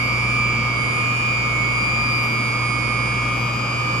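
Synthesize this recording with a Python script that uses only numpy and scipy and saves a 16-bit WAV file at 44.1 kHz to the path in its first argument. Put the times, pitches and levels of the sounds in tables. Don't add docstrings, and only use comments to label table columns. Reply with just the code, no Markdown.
import sys
import numpy as np
from scipy.fft import rfft, irfft, next_fast_len
from scipy.io import wavfile
from scipy.ndimage import map_coordinates

SR = 44100
rng = np.random.default_rng(int(sys.argv[2]) if len(sys.argv) > 2 else 0)


def persist_wave(psi):
    counts = np.round(np.clip(psi, -1, 1) * 32767).astype(np.int16)
    wavfile.write(sys.argv[1], SR, np.atleast_2d(counts).T)


N = 176400
TIME = np.arange(N) / SR
FROM_MIDDLE_S = TIME - N / SR / 2

SWITCH_HZ, SUPPLY_HZ, MAINS_HZ, SLIP_HZ = 2385.6, 59.77, 119.97, 0.735
BLADE_HZ, WHISTLE_HZ, BAND_LIMIT_HZ = 1219, 11470, 15200

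# t/s, left level/dB, right level/dB, left phase lead/rad
LOW_WHINE = [(0.0, -40.1, -21.3, 2.3), (0.39, -37.1, -34.7, 1.0), (0.61, -44.1, -24.1, -0.6),
             (0.84, -37.2, -21.7, 2.5), (1.21, -39.2, -34.2, 1.1), (1.63, -35.9, -20.2, 0.4),
             (1.89, -44.8, -26.9, 1.3), (2.01, -39.3, -26.8, 2.2), (2.77, -37.2, -23.6, -0.6),
             (3.0, -52.5, -24.2, -1.5), (3.32, -36.0, -27.0, 0.7), (3.63, -46.3, -33.3, -1.8),
             (4.0, -35.6, -41.1, -3.0)]
MID_WHINE = [(0.0, -25.6, -37.2, -1.4), (0.42, -24.2, -20.3, -0.9), (0.79, -29.4, -39.8, -0.5),
             (0.83, -27.1, -39.4, -2.5), (1.07, -24.8, -28.7, -2.5), (1.33, -23.4, -30.0, -1.6),
             (1.5, -25.8, -37.5, -2.0), (1.62, -26.7, -30.6, -2.5), (1.88, -21.7, -28.5, -2.6),
             (2.41, -26.0, -27.1, -1.3), (2.81, -39.4, -32.9, -0.7), (3.01, -31.3, -27.1, -0.3),
             (3.36, -27.7, -33.1, 0.3), (3.55, -35.6, -36.3, 0.6), (3.67, -31.9, -28.1, 0.9),
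             (4.0, -31.7, -24.4, 1.8)]
HIGH_WHINE = [(0.0, -33.8, -43.7, 1.2), (0.24, -43.4, -27.4, 1.3), (0.41, -33.3, -25.6, 1.8),
              (0.72, -34.2, -38.7, 2.1), (0.8, -34.6, -53.8, 3.2), (0.84, -36.8, -36.9, 5.5),
              (1.08, -35.1, -22.8, 7.3), (1.32, -30.0, -23.4, 7.9), (1.62, -35.4, -38.5, 7.8),
              (2.0, -32.8, -23.5, 7.5), (2.43, -35.7, -34.4, 5.7), (2.89, -36.8, -26.6, 5.6),
              (3.13, -36.3, -30.7, 7.2), (3.3, -28.8, -36.4, 7.0), (4.0, -32.8, -33.4, 7.2)]
OCTAVE_WHINE = [(0.0, -44.3, -35.0, -1.6), (0.36, -45.8, -37.9, -1.6), (0.49, -37.5, -40.1, -0.9),
                (0.67, -49.2, -34.9, -1.8), (0.8, -37.5, -39.0, 0.3), (1.2, -52.1, -41.2, -3.3),
                (1.41, -45.4, -34.8, -8.1), (1.57, -59.3, -42.4, -7.2), (1.8, -35.4, -34.9, -5.9),
                (2.16, -29.4, -45.0, -7.6), (2.44, -39.1, -35.7, -5.0), (2.64, -36.6, -39.3, -4.3),
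                (2.77, -41.2, -39.6, -6.6), (2.85, -62.3, -36.0, -4.0), (3.01, -36.7, -42.6, -5.3),
                (3.25, -45.9, -41.6, -6.3), (3.73, -35.4, -39.0, -4.9), (3.86, -62.3, -38.5, -5.4),
                (4.0, -41.3, -36.1, -4.3)]
THIN_WHINE = [(0.0, -53, -59, -1.0), (0.76, -62, -56, -1.2), (0.9, -56, -50, 0.4), (1.5, -47, -54, 0.6),
              (1.78, -48.5, -54, 0.3), (1.87, -58, -56, 0.0), (1.98, -45.5, -49, -0.4),
              (2.14, -61, -56, -2.7), (2.48, -51, -55, -1.8), (2.91, -60, -60, -1.7),
              (3.39, -53, -58, -2.2), (4.0, -51.5, -51.5, -1.7)]
TOP_WHINE = [(0.0, -47.5, -76.7, -2.5), (0.12, -49.6, -55.3, -0.8), (0.74, -59.8, -59.8, -1.4),
             (0.85, -64.3, -49.7, 0.4), (0.95, -44.8, -56.2, -1.1), (1.04, -53.6, -51.5, -0.6),
             (1.52, -48.9, -58.6, -2.3), (1.56, -57.5, -54.5, -1.1), (1.75, -57.0, -50.8, -4.8),
             (2.28, -55.7, -53.7, -5.5), (2.51, -47.7, -50.6, -5.9), (3.31, -53.0, -50.6, -6.8),
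             (3.59, -71.3, -62.9, -9.4), (4.0, -54.6, -59.4, -15.8)]
WHINES = [(1, -3, LOW_WHINE), (1, -1, MID_WHINE), (1, 1, HIGH_WHINE), (2, 0, OCTAVE_WHINE),
          (3, -3, THIN_WHINE), (4, 0, TOP_WHINE)]
SIDEBANDS = {1: [(-12, -49.5), (-4, -53), (0, -50), (3, -49), (5, -51.5), (6, -46.5), (7, -51.5),
             (9, -46.5), (10, -52), (11, -49), (12, -53), (15, -52), (22, -56)], 2: [(-4, -56), (-2, -51),
             (2, -52), (6, -53), (12, -57)], 3: [(-5, -63), (-1, -57), (1, -60)], 4: [(2, -66)]}
# f/Hz, level per tone/dB
COMB_ENVELOPE = [(1400, -62), (1900, -58), (2400, -60), (3200, -64), (3500, -69), (4000, -71),
                 (4800, -65.5), (5600, -75), (6400, -64.5), (7200, -78), (8000, -74), (11000, -93)]
# f/Hz, level/dB
CASING_TONES = [(140, -43), (221, -43), (304, -48.5), (406, -55), (479, -53.5), (509, -48.5), (711, -54.5)]
# onset t/s, duration/s, level at the crest/dB
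WHISTLE_SWELLS = [(-0.1, 0.42, -63), (2.08, 0.34, -58), (2.39, 0.2, -64), (3.25, 0.38, -63)]
# f/Hz, level in a 1 Hz band/dB
RUSH_SPECTRUM = [(24, -72.5), (72, -62), (94, -57.5), (160, -57.5), (220, -56.5), (320, -60), (450, -63.5),
                 (530, -62), (720, -66.5), (900, -62.5), (1100, -58.5), (1220, -52.5), (1350, -61.5),
                 (1550, -68.5), (1900, -73), (2400, -66.5), (2800, -70.5), (3300, -73), (4000, -82.5),
                 (4400, -80.5), (4800, -74), (5000, -78.5), (5400, -75.5), (6200, -84), (7100, -78.5),
                 (7800, -87.5), (9000, -89.5), (9600, -85.5), (10800, -97.5), (13800, -99), (14500, -92),
                 (15200, -98)]
# f/Hz, left-right correlation
COHERENCE = [(40, 0.77), (160, 0.95), (250, 0.89), (450, 0.32), (900, 0.38), (1200, 0.17), (1900, 0.0094)]
# f/Hz, left minus right level/dB
BALANCE = [(200, 0.3), (380, -4), (850, 2), (1500, -2), (2400, -3), (4500, -1), (6200, -3), (7800, 5.5),
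           (13500, -3), (14800, -6)]


def motor_whine():
    tremor_db, tremor_rad, drift_rad = 0.6, 0.05, 0.66
    out = np.zeros((2, N))
    switching, supply = running_phase(SWITCH_HZ), running_phase(SUPPLY_HZ)
    for multiple, step, waves in WHINES:
        times, left_db, right_db, lead = np.transpose(waves)
        left, right, lead = [np.interp(TIME, times, c) for c in (amp(left_db), amp(right_db), lead)]
        gain = np.array([left, right]) * amp(tremor_db * multiple * wobble(12))
        right_share = right ** 2 / (left ** 2 + right ** 2)
        swing = np.cumsum(np.gradient(lead) * right_share)
        phase = multiple * (switching + tremor_rad * wobble(3.4, channels=1)) + step * supply
        phase += drift_rad * wobble(2.59, channels=1)
        out += np.sqrt(2) * gain * np.sin(phase + np.array([swing, swing - lead]))
    return out


def sideband_comb():
    out = np.zeros((2, N))
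    for multiple, sidebands in SIDEBANDS.items():
        levels_db = dict(sidebands)
        main_steps = [step for m, step, _ in WHINES if m == multiple]
        for step in range(-14, 26):
            hz = multiple * SWITCH_HZ + step * SUPPLY_HZ
            if step in levels_db:
                out += room_tone(hz, levels_db[step], rate=3.5 * np.sqrt(multiple), depth=0.6)
            elif step not in main_steps:
                level_db = along(COMB_ENVELOPE, hz) + 0.73 * rng.standard_normal((2, 1))
                gain = amp(level_db) * pan(along(BALANCE, hz))
                out += np.sqrt(2) * gain * np.sin([running_phase(hz), running_phase(hz)])
    return out


def hum_and_throb():
    supply = running_phase(SUPPLY_HZ)
    slip = 2 * np.pi * SLIP_HZ * (TIME - 0.36)
    throb = amp(-41) * np.sin(supply) + amp(-46) * np.sin(supply - slip)
    mains = amp(-28 + 0.53 * wobble(3.89, channels=1)) * np.sin(running_phase(MAINS_HZ))
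    return np.sqrt(2) * (throb * pan(-1.2) + mains * pan(2.5))


def compressor(rise_db_per_s=0.7, pulse_db=2.3):
    swell_db = rise_db_per_s * FROM_MIDDLE_S + pulse_db * wobble(24, channels=1)
    blade = amp(swell_db) * room_tone(BLADE_HZ, db=-33, rate=18, depth=0.46)
    casing = sum(room_tone(hz, db, rate=6.94, depth=0.3) for hz, db in CASING_TONES)
    return blade + casing


def whistle(waver_db=3.5, waver_hz=22):
    swells = sum(amp(db) * np.sin(np.pi * np.clip((TIME - onset) / duration, 0, 1))
                 for onset, duration, db in WHISTLE_SWELLS)
    gain = swells * amp(waver_db * wobble(24))
    hz = WHISTLE_HZ + waver_hz * wobble(24, channels=1)
    return np.sqrt(2) * gain * pan(5.4) * np.sin(2 * np.pi * np.cumsum(hz) / SR)


def gas_rush():
    def mid_side_response(hz):
        mix_angle = np.arccos(along(COHERENCE, hz)) / 2
        return amp(along(RUSH_SPECTRUM, hz)) * [np.cos(mix_angle), np.sin(mix_angle)]

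    white = np.sqrt(SR / 2) * rng.standard_normal((2, N))
    mid, side = filtered(white, mid_side_response)
    stereo = filtered(np.array([mid + side, mid - side]), lambda hz: pan(along(BALANCE, hz)))
    return stereo * amp(0.1 * wobble(2.2))


def room_tone(hz, db, rate, depth):
    spread_rad_per_hz = 0.00057
    phase = running_phase(hz) + spread_rad_per_hz * hz * rng.uniform(-1.02, 1, (2, 1))
    in_phase = (1 + depth * wobble(rate)) * np.sin(phase)
    quadrature = depth * wobble(rate) * np.cos(phase)
    tone = in_phase + quadrature
    return amp(db) * pan(along(BALANCE, hz)) * tone / tone.std(axis=1, keepdims=True)


def leaving_panel_shadow(x, rise_db_per_s=0.2):
    midrange = filtered(x, lambda hz: (hz > 279) & (hz < 1540))
    return x + midrange * (amp(rise_db_per_s * FROM_MIDDLE_S) - 1)


def amp(db):
    return 10 ** (np.asarray(db) / 20)


def pan(left_db):
    return amp(np.array([[.5], [-.5]]) * left_db)


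def along(points, hz):
    frequencies, values = np.transpose(points)
    return np.interp(np.log(hz + 1), np.log(frequencies + 1), values)


def running_phase(hz):
    return 2 * np.pi * (hz * TIME + rng.random())


def wobble(rate, channels=2):
    times = np.linspace(0, N / SR, 600)
    knots = rng.standard_normal((channels, 512))
    curves = [map_coordinates(row, [times * rate], mode="wrap") for row in knots]
    return np.array([np.interp(TIME, times, curve) for curve in curves])


def filtered(x, response):
    size = next_fast_len(N + SR // 4)
    hz = np.fft.rfftfreq(size, 1 / SR)
    return irfft(rfft(x, size) * response(hz), size)[..., :N]


def scene():
    tones = motor_whine() + sideband_comb() + hum_and_throb() + whistle()
    return tones + leaving_panel_shadow(compressor() + gas_rush())


def record(dry):
    return filtered(dry, lambda hz: hz < BAND_LIMIT_HZ)


dry = scene()
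out = record(dry)
persist_wave(out)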